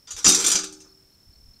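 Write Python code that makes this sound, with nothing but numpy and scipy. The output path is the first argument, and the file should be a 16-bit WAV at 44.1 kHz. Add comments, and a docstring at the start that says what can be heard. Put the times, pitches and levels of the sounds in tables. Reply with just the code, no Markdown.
"""On grass at night, the wire door of a cage trap trips, slams and rattles to rest.
Each blow is a chatter of contacts that excites the mesh, with decaying modes of wires and frame.
One cricket trills throughout as a train of gliding tones; a second chirps in pairs later on.
Behind them, shaped noise gives still air, a far insect chorus and a faint low rumble that comes and goes."""
import sys
import numpy as np
from scipy import signal
from scipy.fft import rfft, irfft
from scipy.io import wavfile
from scipy.ndimage import uniform_filter1d

SR = 44100
rng = np.random.default_rng(int(sys.argv[2]) if len(sys.argv) > 2 else 0)


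def wav_out(sig):
    """Save sig, one row per channel (or a flat mono array), as 16-bit PCM at SR to the path in sys.argv[1]."""
    wavfile.write(sys.argv[1], SR, np.round(np.clip(np.atleast_2d(sig).T, -1, 1) * 32767).astype(np.int16))


N = 70560

# Blows of the door. Each row: start in seconds, relative level in dB, clank (below about 3 kHz) in dB,
# frame share in dB, treble (above about 9 kHz) in dB, chatter swell in seconds,
# chatter decay constant in seconds, brightest pitch in Hz.
DOOR_BLOWS = [(0.069, -26, 6, -19, -22, 0.0045, 0.031, 4820),
              (.1062, -16.5, -1, -11, -2.5, .0004, 0.016, 6800),
              (.164, -19, 8, -11.5, 4, 0.0013, 0.019, 5460), (.181, -20.5, 1, -11.5, 1, 0.0088, .01, 5700),
              (0.224, -27.5, -4, -9, 0.5, 0.0045, 0.0073, 5600),
              (0.2439, 0, -2.5, -13, -18.5, .0005, 0.0097, 7150),
              (0.2534, 1.5, -2, -5, -9.5, .001, 0.018, 5870), (0.2614, 1, 6, 0, -8.5, 0.0024, 0.0041, 4838),
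              (0.2771, 2.5, -9, 5.5, 2.5, 0.00043, 0.024, 5870),
              (0.2885, 0.5, -5.5, 1, 6, 0.0024, 0.0092, 6300),
              (0.2966, -7, 10, -2.5, 3.5, 0.00017, 0.006, 7300),
              (.319, -2, -11.5, -7.5, -4.5, 0.0014, 0.025, 5910),
              (.345, -2, -1, -52, 4.5, 0.00094, 0.017, 5660),
              (0.373, -15.5, 8.5, 5, 5, 0.00077, 0.013, 5880), (.387, -5.5, 4, -9, 2.5, .002, 0.075, 7400),
              (.438, -5, -0.5, -5, 0, 0.009, 0.0085, 5740),
              (0.4629, -1.5, -7.5, -4.5, 0, 0.00068, 0.0068, 7180),
              (.478, -7, 4, -3.5, 12, 0.0022, 0.014, 5790),
              (0.5004, -7.5, 2.5, -10, 3.5, .001, 0.0073, 7300),
              (0.515, -2.5, -10, -9.5, -3, 0.00073, 0.0053, 7170),
              (.524, -9, 7, -39, 7, 0.00083, 0.019, 6700), (.548, -15.5, 3, 9, 3, 0.00042, 0.0062, 2770),
              (.5535, -2.5, -1.5, -5.5, -5, .001, 0.0086, 6220),
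              (.588, -14.5, 5, -50, -1, 0.000847, 0.006, 5900),
              (.633, -21, 2.5, -15, -8, 0.0011, 0.003, 3760), (0.639, -18, -3, 1.5, 2, 0.0014, 0.004, 6200),
              (0.681, -38.5, -4.5, -8, 0, 0.0023, 0.012, 6200),
              (.724, -28.5, -12, 8.5, -3, 0.0019, 0.0093, 6620),
              (.801, -32, -1.5, -3, -3, 0.0024, 0.011, 6500),
              (.835, -42.5, 33, -3, -0.5, .012, 0.032, 6000)]
MESH_DB, FRAME_DB = 14, -37


def door():
    """Superposition: each blow sums mesh, frame, wires and clink in its own proportions."""
    out = np.zeros(N)
    mesh = even(rfft(mesh_ring()))
    frame = frame_ring()
    for start, db, clank_db, frame_db, treble_db, swell, decay, bright_hz in DOOR_BLOWS:
        colour = blow_colour(clank_db, frame_db, treble_db, bright_hz)
        # multiplying spectra convolves the contacts with the mesh's ring
        clash = unit(irfft(mesh * rfft(chatter(swell, decay)) * undb(colour), N))
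        wires = wire_ring(bright_hz)
        bright_clink = clink(bright_hz)
        add(out, undb(db) * (undb(MESH_DB) * clash + undb(FRAME_DB + frame_db) * frame), start)
        add(out, undb(db) * (wires + bright_clink), start + swell)
    return out


CONTACTS_PER_S, MAIN_CONTACT = 700, 1.72  # mean rate; amplitude of the contact at the swell time


def chatter(swell, decay):
    """Random impulse train: small contacts of either sign build up and die away."""
    t = clock() + 1 / SR
    happens = rng.random(N) < CONTACTS_PER_S / SR
    sign = rng.choice([-1, 1], N)
    contacts = happens * sign * undb(rng.uniform(-4.8, 4, N))
    contacts[int(swell * SR)] = MAIN_CONTACT
    return unit(contacts * (1 - np.exp(-t / swell)) * np.exp(-t / decay))


# Ring time of the mesh. Each row: frequency in Hz, time to fall 60 dB in seconds.
MESH_RING_TIMES = [(200, 0.24), (1300, 0.37), (3500, 0.29), (6500, 0.22), (13000, 0.081)]
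CRACK_DB, CRACK_S = 8, .006  # added early crack, decay constant


def mesh_ring():
    """Dense modal decay: countless close resonances of the welded mesh after a short crack."""
    t, hz = clock(), np.fft.rfftfreq(N, 1 / SR)
    dense = rfft(rng.standard_normal(N))
    out = 0
    for f, t60 in MESH_RING_TIMES:
        # overlapping bands, each fading into its neighbours
        share = along(hz, [(g, float(g == f)) for g, _ in MESH_RING_TIMES])
        out = out + irfft(dense * share, N) * np.exp(-np.log(1000) * t / t60)
    return unit(out * (1 + undb(CRACK_DB) * np.exp(-t / CRACK_S)))


# Colour of the mesh before each blow tilts it. Each row: frequency in Hz, relative level in dB.
MESH_COLOUR = [(100, -26.5), (200, -7.5), (450, -8), (650, -20), (810, -14), (930, -17.5), (1250, -10),
               (1700, -12.5), (1950, -17.5), (2400, -11.5), (2900, -14), (3500, -6.5), (4300, -10.5),
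               (4900, -4), (5450, -7), (5800, 0), (6170, -1), (6400, -6), (7200, -2), (7750, -10.5),
               (8450, -6.5), (9800, -18.5), (12000, -23.5), (15500, -39.5)]
BRIGHT_DB, CLANK_HZ, FRAME_EDGE_HZ, TREBLE_HZ = 4.5, 3000, 430, 9000


def blow_colour(clank_db, frame_db, treble_db, bright_hz):
    """Spectral shaping: three shelves, a bright peak and the struck spot tint the mesh, in dB."""
    hz = np.fft.rfftfreq(N, 1 / SR)
    colour = along(hz, MESH_COLOUR) + BRIGHT_DB * nearness(hz, bright_hz) + spot(hz)
    colour = colour + treble_db / (1 + (TREBLE_HZ / (hz + 1)) ** 10)
    colour = colour + clank_db / (1 + (hz / CLANK_HZ) ** 4)
    return colour + frame_db / (1 + (hz / FRAME_EDGE_HZ) ** 4)


def spot(hz):
    """Position-dependent response: each spot on the mesh favours some pitches over others, in dB."""
    knots = np.arange(0, SR / 2, 130)  # Hz
    response = np.interp(hz, knots, rng.uniform(-6.6, 6, len(knots)))
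    return np.minimum(hz / CLANK_HZ, 1) * response


def nearness(hz, centre):
    """Resonance curve: 1 at the centre pitch, a Gaussian fall in octaves away from it."""
    return np.exp(-.5 * (np.log2((hz + 1) / centre) / 0.052) ** 2)


def even(spectrum):
    """Spectral whitening: remove the broad colour over 250 Hz and keep the fine resonances."""
    return spectrum / np.sqrt(uniform_filter1d(abs(spectrum) ** 2, int(250 * N / SR)))


# Modes of the wires. Each row: frequency in Hz, relative level in dB, time to fall 60 dB in seconds.
WIRE_MODES = [(3472, -12, .28), (4690, -15, .24), (4933, -9, .25), (5233, -8, .25), (5752, 1, .26),
              (5820, -3, .26), (5925, -1, .26), (6127, -1, .29), (6666, -3, .26), (6820, -6, .24),
              (7160, -4, .23), (7290, -6, .24), (7420, -7, .24), (8473, -6, .24), (8995, -9, .26)]
WIRES_DB, WIRE_FOCUS_DB = -30, 1.5


def wire_ring(bright_hz):
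    """Modal synthesis: the wires ring at random phases, stronger near the brightest pitch."""
    struck = [(f, db + WIRE_FOCUS_DB * nearness(f, bright_hz), t60) for f, db, t60 in WIRE_MODES]
    return undb(WIRES_DB) * ring(struck, rng.uniform(0, 2 * np.pi, len(WIRE_MODES)))


CLINK_DB, CLINK_T60_S, CLINK_DETUNE = -23, 0.2, 0.022  # detune as a fraction of the pitch


def clink(bright_hz):
    """Beating: the struck wire sounds three neighbouring tones, the outer two 5 dB weaker."""
    modes = [(bright_hz * (1 + k * CLINK_DETUNE), CLINK_DB - 5 * abs(k), CLINK_T60_S)
             for k in (-1, 0, 1)]
    return ring(modes, rng.uniform(0, 2 * np.pi, size=3))


# Modes of the frame and door panel. Each row: frequency in Hz, relative level in dB,
# time to fall 60 dB in seconds.
FRAME_MODES = [(63.8, -17, .12), (185.6, -5.5, 0.52), (198.8, -1, .17), (258, -3.5, 0.29),
               (306.7, 1.5, 0.68), (327.9, -2, 0.19), (384, -4.5, 1), (495, -8, 0.23), (557, -9.5, 0.36),
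               (777, -9, .35), (845, -13.5, 0.54)]


def frame_ring():
    """Modal synthesis: the frame and door panel ring with every mode starting from zero phase."""
    return ring(FRAME_MODES, np.zeros(len(FRAME_MODES)))


def ring(modes, phases):
    """Free vibration: a sum of exponentially decaying sines."""
    out = np.zeros(N)
    for (hz, db, t60), phase in zip(modes, phases):
        t = np.arange(min(N, int(t60 * SR))) / SR
        decay = np.exp(-np.log(1000) * t / t60)
        out[:len(t)] += undb(db) * decay * np.sin(2 * np.pi * hz * t + phase)
    return out


def crickets():
    """Diffuse scattering: trees answer both crickets with a decaying noise tail."""
    direct = echoed(trill()) + chirps()
    trees = unit(rng.standard_normal(N) * np.exp(-np.log(1000) * clock() / 0.41))  # t60 0.41 s
    return direct + undb(-13) * signal.fftconvolve(direct, trees)[:N]


# Trilling cricket over time. 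Each row: time in seconds, level in dB.
TRILL_LEVEL = [(0, -57.5), (.9, -51.5), (1.1, -58), (1.28, -54), (1.46, -52.5), (1.6, -53)]
TRILL_START_S, TRILL_PERIOD_S, TRILL_PULSE_S = -.004, .02559, 0.019
TRILL_HZ, TRILL_FALL_HZ = 5382, 382


def trill():
    """Periodic stridulation: similar wing strokes, slightly varied in pitch, repeat at a steady rate."""
    out = np.zeros(N)
    for start in np.arange(TRILL_START_S, N / SR, TRILL_PERIOD_S):
        stroke = wing_stroke(TRILL_HZ, TRILL_FALL_HZ, TRILL_PULSE_S)
        add(out, undb(np.interp(start, *np.array(TRILL_LEVEL).T)) * stroke, start)
    return out


# Echoes of the trill from ground and trunk. Each row: delay in seconds, relative level in dB.
TRILL_ECHOES = [(.0045, -26.5), (0.0105, -26.5)]


def echoed(x):
    """Discrete reflection: weak delayed copies join the direct sound."""
    return x + sum(undb(db) * np.interp(clock() - lag, clock(), x) for lag, db in TRILL_ECHOES)


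# Double chirps of the second cricket. Each row: start in seconds, level of the first pulse in dB.
CHIRP_PAIRS = [(0.886, -59.5), (1.116, -63.5), (1.326, -60), (1.535, -59.5)]
CHIRP_HZ, CHIRP_FALL_HZ, SECOND_RISE_HZ = 4330, 295, 94.2
CHIRP_PULSE_S, CHIRP_GAP_S, SECOND_DB = 0.015, .023, 2.5  # gap from onset to onset


def chirps():
    """Paired stridulation: the second stroke of each pair is higher and louder."""
    out = np.zeros(N)
    for start, db in CHIRP_PAIRS:
        for k in range(2):
            stroke = wing_stroke(CHIRP_HZ + k * SECOND_RISE_HZ, CHIRP_FALL_HZ, CHIRP_PULSE_S)
            add(out, undb(db + k * SECOND_DB) * stroke, start + k * CHIRP_GAP_S)
    return out


def wing_stroke(hz, fall_hz, length):
    """Frequency glide: a swelling and fading tone sags as the cricket's wing slows."""
    u = np.linspace(0, 1, int(length * SR))
    pitch = hz * (1 + .004 * rng.standard_normal()) - fall_hz * u ** 2.7
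    return np.sin(np.pi * u) * np.sin(2 * np.pi * np.cumsum(pitch) / SR)


def night():
    """Incoherent background: independent noises of rumble, air and far insects add up."""
    low = rumble()
    return air() + far_insects() + low


# Low rumble over time. Each row: time in seconds, level in dB.
RUMBLE_LEVEL = [(0, -101), (.11, -78), (0.148, -49), (.2, -59.5), (.48, -64.5), (.7, -67), (1.259, -73),
                (1.284, -48.5), (1.342, -56), (1.39, -53), (1.5, -51), (1.54, -70), (1.6, -65)]
# Colour of the rumble. Each row: frequency in Hz, relative level in dB.
RUMBLE_SPECTRUM = [(15, -0.5), (32, -1), (70, -1), (130, -15.5), (400, -41), (1500, -76)]


def rumble():
    """Amplitude modulation: low-frequency noise comes and goes."""
    return noise(RUMBLE_SPECTRUM) * undb(np.interp(clock(), *np.array(RUMBLE_LEVEL).T))


# Colour of the night air. Each row: frequency in Hz, relative level in dB.
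AIR_SPECTRUM = [(25, -5.5), (100, 0.5), (200, -3.5), (500, -13.5), (1000, -18), (2500, -21.5), (6000, -20),
                (14000, -23)]


def air():
    """Stationary noise: still air with most of its density in the bass."""
    return undb(-62) * noise(AIR_SPECTRUM)


# Colour of the far insect chorus. Each row: frequency in Hz, relative level in dB.
CHORUS_SPECTRUM = [(3600, -39), (4350, -10.5), (4800, -16.5), (5300, 3), (5650, -1), (6000, -22.5),
                   (7000, -44.5)]


def far_insects():
    """Narrow-band noise: the voices of a far chorus merge into steady bands."""
    return undb(-65.5) * noise(CHORUS_SPECTRUM)


def noise(points):
    """Spectral filtering: white noise takes the given colour, at rms 1."""
    spectrum = rfft(rng.standard_normal(N))
    x = irfft(spectrum * undb(along(np.fft.rfftfreq(N, 1 / SR), points)), N)
    return x / x.std()


def along(hz, points):
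    """Logarithmic pitch axis: interpolate a table over log frequency."""
    f, v = np.array(points).T
    return np.interp(np.log(hz + 1), np.log(f), v)


def undb(db):
    """Logarithmic level: decibels to amplitude gain."""
    return 10 ** (np.asarray(db) / 20)


def clock():
    """Uniform sampling: the time of each sample in seconds."""
    return np.arange(N) / SR


def unit(x):
    """Energy normalization: scale to a sum of squares of 1."""
    return x / np.sqrt(np.sum(x ** 2))


def add(out, x, start):
    """Linear superposition: mix x in from a start time, trimmed to the scene."""
    i = int(start * SR)
    x, i = x[max(-i, 0):], max(i, 0)
    out[i:i + len(x)] += x[:max(N - i, 0)]


def scene():
    """Superposition: the trap among the night sounds, in one channel."""
    return (door() + crickets() + night())[None]


def record(dry):
    """Soft saturation and low-pass filtering: loud peaks are rounded, the top treble is cut."""
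    rounded = dry / (1 + (dry / .85) ** 4) ** .25  # output approaches a ceiling of 0.85
    treble_cut = signal.ellip(10, .2, 80, 15600, fs=SR, output="sos")  # edge at 15.6 kHz
    return signal.sosfilt(treble_cut, rounded)


dry = scene()
out = record(dry)
wav_out(out)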